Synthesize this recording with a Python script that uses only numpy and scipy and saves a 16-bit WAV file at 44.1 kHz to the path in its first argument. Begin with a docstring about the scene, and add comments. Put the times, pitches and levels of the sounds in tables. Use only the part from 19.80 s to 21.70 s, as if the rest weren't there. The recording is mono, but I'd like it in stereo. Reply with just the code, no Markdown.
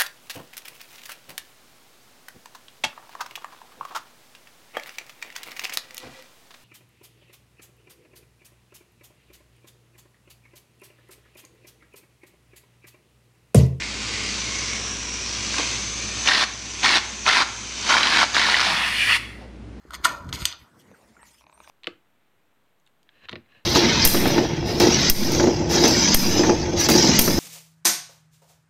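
"""A metal latch is worked loose on a wooden coop door: struck modes of metal and wood, dense ticks, a bolt rasp.
The door swings open: its frame creaks in stick-slip knocks, small taps ring, and thin squeaks glide in pitch.
A short falling peep and a hen's short note, a harmonic tone, sound among them.
Filtered noise makes the gust on two microphone ports, the low rumble, the treble rustle and the yard air;
the yard returns sparse echoes. Mix levels are relative, ahead of the final soft overload."""
import sys
import numpy as np
from scipy import signal
from scipy.fft import rfft, irfft
from scipy.io import wavfile
from scipy.ndimage import uniform_filter1d

SR = 44100
rng = np.random.default_rng(int(sys.argv[2]) if len(sys.argv) > 2 else 0)


def to_wav(sig):
    """Store sig (one row per channel, or 1-D mono) as 16-bit WAV at the path in sys.argv[1].

    Samples outside -1..1 are clipped; the rate is SR.
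    """
    pcm = np.clip(np.atleast_2d(sig), -1, 1) * 32767
    pcm = np.round(pcm).astype(np.int16)
    wavfile.write(sys.argv[1], SR, pcm.T)  # frames by channels


N = 83790
T = np.arange(N) / SR
STRIKE_T = np.arange(5000) / SR  # time within one struck sound [s]


def gain_of(db):
    """Decibel law: 20 dB is a factor of ten in amplitude."""
    return 10 ** (np.asarray(db) / 20)


def evened(x):
    """Normalization to unit root-mean-square."""
    return x / np.sqrt(np.mean(x ** 2) + 1e-20)


def read(points, hz):
    """Interpolation along a logarithmic frequency axis."""
    f, value = np.transpose(points)
    return np.interp(np.log(hz + 1), np.log(f + 1), value)


def column(rows, index, t=T):
    """Linear interpolation in time of one column of a table."""
    rows = np.array(rows)
    return np.interp(t, rows[:, 0], rows[:, index])


def coloured(x, points):
    """Spectral shaping: weights each frequency, then restores unit power."""
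    n = x.shape[-1]
    weights = gain_of(read(points, np.fft.rfftfreq(n, 1 / SR)))
    return evened(irfft(rfft(x) * weights, n))


def add(mix, s, sound):
    """Superposition of a sound from time s [s], cut at the end of the mix."""
    part = mix[:, round(s * SR):][:, :sound.shape[1]]
    part += sound[:, :part.shape[1]]


def ring(modes, unlike_db, blur=0.012, count=3, spread_db=2.5):
    """Modal decay: clusters of close tones of chance strength, weighed a little differently by each port."""
    t = STRIKE_T
    hz, db, t60 = np.transpose(modes * count)[:, :, None]
    luck = rng.standard_normal((len(hz), 5))
    strength = gain_of(db + spread_db * luck[:, :1] - 60 * t / t60)
    detuned_hz = hz * (1 + blur * (1 + hz / 5000) * luck[:, 1:2])
    tones = strength * np.sin(2 * np.pi * (detuned_hz * t + 0.41 * luck[:, 2:3]))
    port_gains = gain_of(unlike_db * luck[:, 3:].T)
    out = port_gains @ tones * np.minimum(t / 0.00073, 1)
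    return out / abs(out).max()


# spectrum of the bright crack: (frequency [Hz], level [dB per Hz])
CRACK_TONE = [(1060, -36), (1900, 5.5), (2300, 8.5), (3400, -1), (5530, -27.5), (8240, -21.5), (9870, -1),
              (12500, -15.5), (15700, -24)]


def crack(size):
    """Partial coherence: bright noise that is mostly alike at both ports."""
    a = rng.standard_normal((3, size))
    return coloured(a[0] + .45 * a[1:], CRACK_TONE)


# latch blows: (time [s], metal level [dB], wood re metal [dB], treble shift before a common +13.5 [dB])
LATCH_BLOWS = [(0.1072, -37.5, 10.5, -14.5), (0.1206, -43.5, -2, -12), (0.1356, -29.5, 7, -12),
               (0.1432, -24, -18, -13.5), (0.2423, -18.5, -2.5, -12), (0.2472, -10, 0, -15.5),
               (0.2514, -8, -6.5, -11), (0.2541, -14.5, 14, -14), (0.2561, -14.5, 10.5, -13),
               (0.4909, -31.5, -0.5, -24.5), (0.5275, -15, -8.5, -31.5), (0.5433, -27, -21, -31.5),
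               (0.5494, -32.5, -17, -4), (0.5577, -26, -17.5, -24), (0.6054, -31.5, -12.5, -22.5),
               (0.6193, -25, -16.5, -17), (0.6264, -26, -9, -17.5), (0.6542, -3.5, -29, -14.5),
               (0.6562, -20.5, -3.5, -11.5), (0.6731, -30.5, -16, -23), (0.7172, -30, -9, -26.5),
               (0.7257, -23, -17, -55.5)]
# modes of the wooden door: (frequency [Hz], level [dB], T60 [s])
WOOD_MODES = [(324, -10, 0.03), (586, -11, 0.11), (662.4, -13, 0.17), (969, -0.5, .07), (1032, -4.5, 0.064),
              (1150, -4, 0.055), (1386, 19.5, 0.013), (1787, 1, 0.054), (2093, -5.5, 0.017)]
# modes of the metal latch: (frequency [Hz], level [dB], T60 [s])
METAL_MODES = [(2458, -18.5, 0.099), (3460, -8, 0.02), (4270, -4, 0.038), (4730, 1.5, 0.0082),
               (4980, -4, 0.013), (6150, 0.5, 0.016), (6687, -3.5, 0.023), (8165, -4.5, 0.028),
               (9320, -8.5, .018), (12460, -8.5, 0.025)]
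# modes in the first instant of a blow: (frequency [Hz], level [dB], T60 [s])
TICK_MODES = [(3555, 11, 0.002), (5100, -8, 0.0017), (6270, -6, 0.0017), (8570, -2, 0.0037)]
TICK_DB = 3
CRACK_DB, CRACK_T60_S = 2, 0.0075  # the crack is then halved
TREBLE_HZ = 7820  # midpoint of the treble shelf


def latch():
    """Impact excitation: each blow is a tick, a crack, the ring of the latch and the ring of the door."""
    out, t = np.zeros((2, N)), STRIKE_T
    high = 1 / (1 + (TREBLE_HZ / (np.fft.rfftfreq(len(t), 1 / SR) + 1)) ** 8)
    for s, db, wood_db, treble_db in LATCH_BLOWS:
        crack_envelope = gain_of(CRACK_DB - 60 * t / CRACK_T60_S) * np.minimum(t / 0.00021, 1)
        snap = crack_envelope * crack(len(t)) / 2
        tick = gain_of(TICK_DB) * ring(TICK_MODES, 1.1, blur=.02, count=1)
        struck = ring(METAL_MODES, 1.2) + tick + snap
        metal = irfft(rfft(struck) * gain_of(high * (treble_db + 13.5)), len(t))
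        wood = ring(WOOD_MODES, 2.5)
        add(out, s, gain_of(db) * metal + gain_of(db + wood_db) * wood)
    return out


TICK_SIZE_DB = 4  # scale of the chance tick size


def tick_train(per_s):
    """Poisson-like excitation: ticks of uneven size at chance moments."""
    sizes = gain_of(TICK_SIZE_DB * np.minimum(rng.exponential(1, N), 4))
    return sizes * (rng.random(N) < per_s / SR)


def rung_by(ticks, modes, unlike_db):
    """Convolution: every tick starts the same short modal ring."""
    return signal.oaconvolve(ticks[None], ring(modes, unlike_db)[:, :2000], axes=1)[:, :N]


# rattle and rub of latch and mesh: (time [s], wood level [dB], metal level [dB])
RATTLE_LEVEL = [(0, -96, -69.5), (.09, -74.5, -68), (.115, -49, -66.5), (.15, -40, -27), (.19, -70, -85.5),
                (.228, -52.5, -57), (.25, -33, -16.5), (.285, -50.5, -33.5), (.37, -43, -53),
                (.48, -49, -61), (.495, -50, -44), (.518, -65.5, -73), (.532, -43.5, -31), (.6, -42.5, -40),
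                (.63, -41.5, -36.5), (.648, -45.5, -39.5), (.67, -41.5, -37.5), (.74, -48, -54.5),
                (.8, -62, -76.5), (.9, -58, -82)]
RATTLE_PER_S, RATTLE_HISS_DB = 1000, -4  # ticks per second; hiss re metal ticks
SOFT_DB = 9.5  # light ticks stir the upper wood modes less [dB per octave]


def rattle():
    """Repeated impact: dense small ticks ring wood and metal, with a bright hiss in the metal."""
    out = np.zeros((2, N))
    soft_wood = [(hz, db - SOFT_DB * np.log2(hz / 1000), t60) for hz, db, t60 in WOOD_MODES]
    fade = np.clip((.95 - T) / 0.11, 0, 1)
    for index, modes in ((1, soft_wood), (2, METAL_MODES)):
        sound = np.zeros((2, N))
        for _ in range(8):  # eight differing rings share the ticks
            sound += rung_by(tick_train(RATTLE_PER_S / 8), modes, 1.7)
        if modes is METAL_MODES:
            sound = evened(sound) + gain_of(RATTLE_HISS_DB) * crack(N)
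        out += evened(sound) * gain_of(column(RATTLE_LEVEL, index)) * fade
    return out


# passage of the bolt through its keeper: start [s], end [s], level [dB]
BOLT_RASP = .53, 0.75, -42.5
# modes of the rasping bolt: (frequency [Hz], level [dB], T60 [s])
BOLT_MODES = [(2580, 8, 0.038), (3080, -4, .02), (5300, 0, 0.015), (6780, -8, .03)]


def rasp():
    """Frictional excitation: ticks of random sign ring the bolt as it slides."""
    start, end, db = BOLT_RASP
    ticks = tick_train(RATTLE_PER_S / 2) * rng.choice([-1, 1], N)
    edge = np.clip(np.minimum(T - start, end - T) / 0.0083, 0, 1)
    return evened(rung_by(ticks, BOLT_MODES, 1.4)) * gain_of(db) * edge


# creak slips: (time [s], peak level [dB])
CREAK_SLIPS = [(1.115, -47), (1.43, -35), (1.61, -41), (1.619, -44.5), (1.64, -40.5), (1.667, -40.5),
               (1.697, -38), (1.727, -38), (1.777, -40), (1.803, -30.5), (1.8751, -32.5), (1.8975, -32.5)]
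# modes of the frame under a slip: (frequency [Hz], level [dB], T60 [s])
FRAME_MODES = [(625, -12.5, 0.041), (967, 0, 0.014), (1180, -4, 0.013), (2436, -4.5, 0.0097),
               (3960, -3.5, 0.0034)]


def creak():
    """Stick-slip: each slip knocks the modes of the frame once."""
    out = np.zeros((2, N))
    for s, db in CREAK_SLIPS:
        add(out, s, gain_of(db) * ring(FRAME_MODES, 0.84, count=1, spread_db=1))
    return out


# small single taps: (time [s], peak level [dB], frequency [Hz])
SMALL_TAPS = [(0.051, -36, 317), (0.2, -33.5, 341.6), (1.114, -40.5, 508), (1.3671, -40.5, 1407),
              (1.844, -42, 1550)]


def taps():
    """Free vibration: each tap is one short ring of two modes."""
    out = np.zeros((2, N))
    for s, db, hz in SMALL_TAPS:
        modes = [(hz, 0, .03), (1.62 * hz, -10, .015)]
        add(out, s, gain_of(db) * ring(modes, 0.37, blur=.01, count=1))
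    return out


def gliding(phrases, tones, rough):
    """Frequency modulation: gliding tones with an unsteady pitch and a wavering strength."""
    out = np.zeros(N)
    waver = gain_of(2.2 * evened(uniform_filter1d(rng.standard_normal(N), 300)))
    wobble = evened(uniform_filter1d(rng.standard_normal(N), 120))
    for rows in phrases:
        edge = np.clip(np.minimum(T - rows[0][0], rows[-1][0] - T) / 0.006, 0, 1)
        phase = 2 * np.pi * np.cumsum(column(rows, 1) * (1 + rough * wobble)) / SR
        voice = sum(gain_of(db) * np.sin(k * phase) for k, db in tones)
        out += edge * gain_of(column(rows, 2)) * np.sqrt(2) * voice
    return waver * out * gain_of([[.8], [-.8]])  # left a little stronger


# squeak phrases, each a list of: (time [s], frequency [Hz], level [dB])
SQUEAK_PHRASES = [
    [(1.13, 8520, -74.5), (1.196, 8800, -71.5), (1.26, 9650, -80)],
    [(1.31, 6950, -77.5), (1.346, 7540, -75), (1.384, 7070, -72.5), (1.402, 7350, -72.5),
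     (1.421, 8500, -59.5), (1.434, 8540, -60), (1.452, 6800, -77)],
    [(1.51, 8130, -68), (1.552, 9200, -72), (1.578, 9304, -75), (1.595, 8900, -75), (1.625, 7750, -86)],
    [(1.66, 5880, -84.5), (1.692, 6500, -76), (1.722, 7900, -75), (1.742, 8550, -59.5),
     (1.768, 8800, -65.5), (1.788, 9330, -71), (1.818, 8380, -63), (1.828, 7600, -77)],
    [(1.84, 8716, -70), (1.88, 8700, -65)],
]
# a short falling peep: (time [s], frequency [Hz], level [dB])
PEEP = [(1.133, 1700, -78), (1.143, 1597, -52), (1.158, 1200, -59.5)]


def squeak():
    """Pure-tone glide: thin single partials wander, and one short peep falls."""
    return gliding(SQUEAK_PHRASES + [PEEP], [(1, 0)], rough=.006)


# a hen's short note: (time [s], pitch [Hz], level before the partials are weighed [dB])
HEN_NOTE = [(1.388, 969, -61.5), (1.408, 943, -64.5), (1.44, 949, -68), (1.48, 904, -71.5)]
# partials of the note: (multiple of the pitch [1], level [dB])
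HEN_PARTIALS = [(1, 2), (2, 5.5), (3, -8.5)]


def hen():
    """Harmonic series: three partials share one rough pitch."""
    return gliding([HEN_NOTE], HEN_PARTIALS, rough=.06)


# gust on the microphone: (time [s], low level [dB], upper level [dB])
GUST_LEVEL = [(0.34, -65, -83), (0.396, -42, -53.5), (0.49, -40, -36.5), (0.516, -36, -44.5),
              (0.558, -35, -40), (0.594, -57.5, -55), (0.626, -27.5, -38), (0.644, -39.5, -61),
              (0.704, -59, -107), (0.79, -72.5, -75), (0.828, -49, -55), (0.848, -61, -60),
              (0.882, -82, -81), (0.95, -75, -78)]
GUST_RIGHT, GUST_LUMP_DB = -0.55, 1.2  # right port re left [factor]; depth of the lumps


def gust():
    """Opposed pressure: lumpy low noise pushes one port and pulls the other."""
    mid = GUST_RIGHT / 2 + .5  # the part left when both ports are averaged
    low_tone = [(20, -33.0), (65, -7), (110, -9.5), (160, -37.5), (20000, -120)]  # (Hz, dB)
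    upper_tone = [(70, -49), (130, 9.5), (300, 1.5), (600, -18.5), (1500, -44.0), (20000, -120)]
    fade = np.clip((T - .3) / .05, 0, 1) * np.clip((1 - T) / 0.18, 0, 1)
    out = np.zeros((2, N))
    for index, tone in ((1, low_tone), (2, upper_tone)):
        lumps = gain_of(GUST_LUMP_DB * evened(uniform_filter1d(rng.standard_normal(N), 700)))
        a = coloured(rng.standard_normal((2, N)), tone)
        push = np.array([a[0], GUST_RIGHT * a[0] + 0.085 * a[1]]) * evened(lumps) / mid
        out += push * gain_of(column(GUST_LEVEL, index)) * fade
    return out


# low rumble: (time [s], level [dB])
RUMBLE_LEVEL = [(0, -73), (.088, -44.5), (.155, -56), (.2, -43.5), (.27, -47.5), (.36, -47.5), (.6, -54.5),
                (.85, -61.5), (.93, -84), (1.04, -80), (1.15, -67.5), (1.45, -67), (1.9, -71)]


def rumble():
    """Coherent sound field: low noise that both ports largely share."""
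    tone = [(20, -39.5), (45, -12), (65, 2), (85, -25.5), (130, -49), (20000, -120)]  # (Hz, dB)
    a = coloured(rng.standard_normal((3, N)), tone)
    return (a[0] + 0.13 * a[1:]) * gain_of(column(RUMBLE_LEVEL, 1))


# left-right likeness of diffuse noise: (frequency [Hz], correlation [1])
LIKENESS = [(60, 1), (240, -0.49), (950, -0.29), (15000, 0.12)]


def wash(tone, patchy_db, flicker_db):
    """Diffuse field: random short-time spectra with drifting patches and a flicker shared by all bands."""
    frames, hz = N // 128 + 5, np.fft.rfftfreq(512, 1 / SR)
    a, b, c, d, patches = rng.standard_normal((frames, 257, 5)).T
    patches = evened(uniform_filter1d(uniform_filter1d(patches, 8, 0), 16, 1))
    flicker = evened(uniform_filter1d(rng.standard_normal(frames), 5))
    same = np.clip(read(LIKENESS, hz), -1, 1)[:, None]
    left = a + 1j * b
    right = same * left + np.sqrt(1 - same ** 2) * (c + 1j * d)
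    z = np.array([left, right]) * gain_of(patchy_db * patches + flicker_db * flicker)
    return coloured(signal.istft(z, nperseg=512, noverlap=384)[1][:, :N], tone)


# treble rustle: (time [s], level before RUSTLE_DB is added [dB])
RUSTLE_LEVEL = [(0.768, -98), (0.788, -61.5), (0.934, -73), (1.008, -58), (1.044, -68.5), (1.304, -65),
                (1.416, -68), (1.472, -57), (1.64, -64), (1.652, -75.5), (1.812, -67.5), (1.838, -55.5),
                (1.87, -66.5), (1.9, -53)]
# spectrum of the rustle: (frequency [Hz], level [dB per Hz])
RUSTLE_SPECTRUM = [(1180, -21), (2000, -3.5), (2610, -2), (4230, -8.5), (6230, -6), (9670, -11.5),
                   (12700, -11.5), (15700, -24.5)]
RUSTLE_DB = 4


def rustle():
    """Amplitude modulation: patchy, flickering noise follows a level curve."""
    noise = wash(RUSTLE_SPECTRUM, patchy_db=5.0, flicker_db=2.0)
    return noise * gain_of(column(RUSTLE_LEVEL, 1) + RUSTLE_DB)


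# spectrum of the yard air: (frequency [Hz], level [dB per Hz])
AIR_SPECTRUM = [(53, -40), (90, -5.5), (168, 0.5), (295, 1), (485, -4), (601, -8.5), (831, -8),
                (1230, -8.5), (2010, -11.5), (2550, -24.5), (6900, -29), (15700, -38)]
# yard air: (time [s], level [dB])
AIR_CURVE = [(0.0, -55), (0.142, -48.5), (0.284, -41), (0.454, -58.5), (0.544, -38), (0.698, -53),
             (1.29, -53), (1.422, -58.5), (1.672, -62.5), (1.83, -57.5), (1.9, -59.5)]


def air():
    """Background noise: a patchy diffuse field of slowly varying level."""
    return gain_of(column(AIR_CURVE, 1)) * wash(AIR_SPECTRUM, patchy_db=3.5, flicker_db=0.0)


# reverberation of the yard: (frequency [Hz], T60 [s])
YARD_DECAY = [(500, 0.89), (1500, .35), (5000, .3), (12000, 0.028)]
YARD_DB = -12


def yard(x):
    """Reverberation: sparse reflections of random sign, each band dying at its own speed."""
    echoes = np.zeros((2, SR // 2))
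    at = np.arange(200, SR // 2 - 20, 20)
    places = at + rng.integers(0, 20, (2, len(at)))
    np.put_along_axis(echoes, places, rng.choice([-1., 1.], (2, len(at))), 1)
    echoes[1] = 0.22 * echoes[0] + 0.84 * echoes[1]
    hz, t, z = signal.stft(echoes, SR, nperseg=256)
    decay = gain_of(-60 * t / read(YARD_DECAY, hz)[:, None])
    tail = signal.istft(z * decay, SR, nperseg=256)[1]
    return signal.fftconvolve(x.mean(0)[None], tail / np.linalg.norm(tail[0]), axes=1)[:, :N]


def ported(x, phase, pan_db):
    """Interchannel difference: the two ports hear a near source with different phase and strength."""
    side = np.array([[.5], [-.5]])
    turn = np.exp(1j * side * read(phase, np.fft.rfftfreq(N, 1 / SR)))
    return gain_of(side * pan_db) * irfft(rfft(x) * turn, N)


# phase of latch sounds: (frequency [Hz], lead of the left port [rad])
LATCH_LEAD = [(0, 2.5), (260, 5.5), (1290, -0.88), (3190, 13), (4650, 14), (6120, 10), (7320, 14.5),
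              (9220, 4.0), (12400, 0.8), (15400, -17.2)]
# phase of frame sounds: (frequency [Hz], lead of the left port [rad])
FRAME_LEAD = [(600, -1.64), (1000, -1.24), (2400, -1.1), (5000, 0)]


def scene():
    """Linear superposition: door sounds and their echoes over voices, wind and air."""
    blows, knocks = latch(), creak() + taps()
    latch_sounds = blows + rattle() + rasp()
    door = ported(latch_sounds, LATCH_LEAD, pan_db=1) + ported(knocks, FRAME_LEAD, pan_db=0.54)
    echoes = gain_of(YARD_DB) * yard(blows + knocks)
    return door + echoes + squeak() + hen() + gust() + rumble() + rustle() + air()


EDGE_HZ = 15800  # upper band limit


def record(dry):
    """Saturation and band limiting: strong peaks are rounded softly, then a low-pass filter follows."""
    rounded = 1.242 * np.tanh(dry / 1.431)
    low_pass = signal.firwin(511, EDGE_HZ, window=("kaiser", 9), fs=SR)
    return signal.oaconvolve(rounded, low_pass[None], "same")


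dry = scene()
out = record(dry)
to_wav(out)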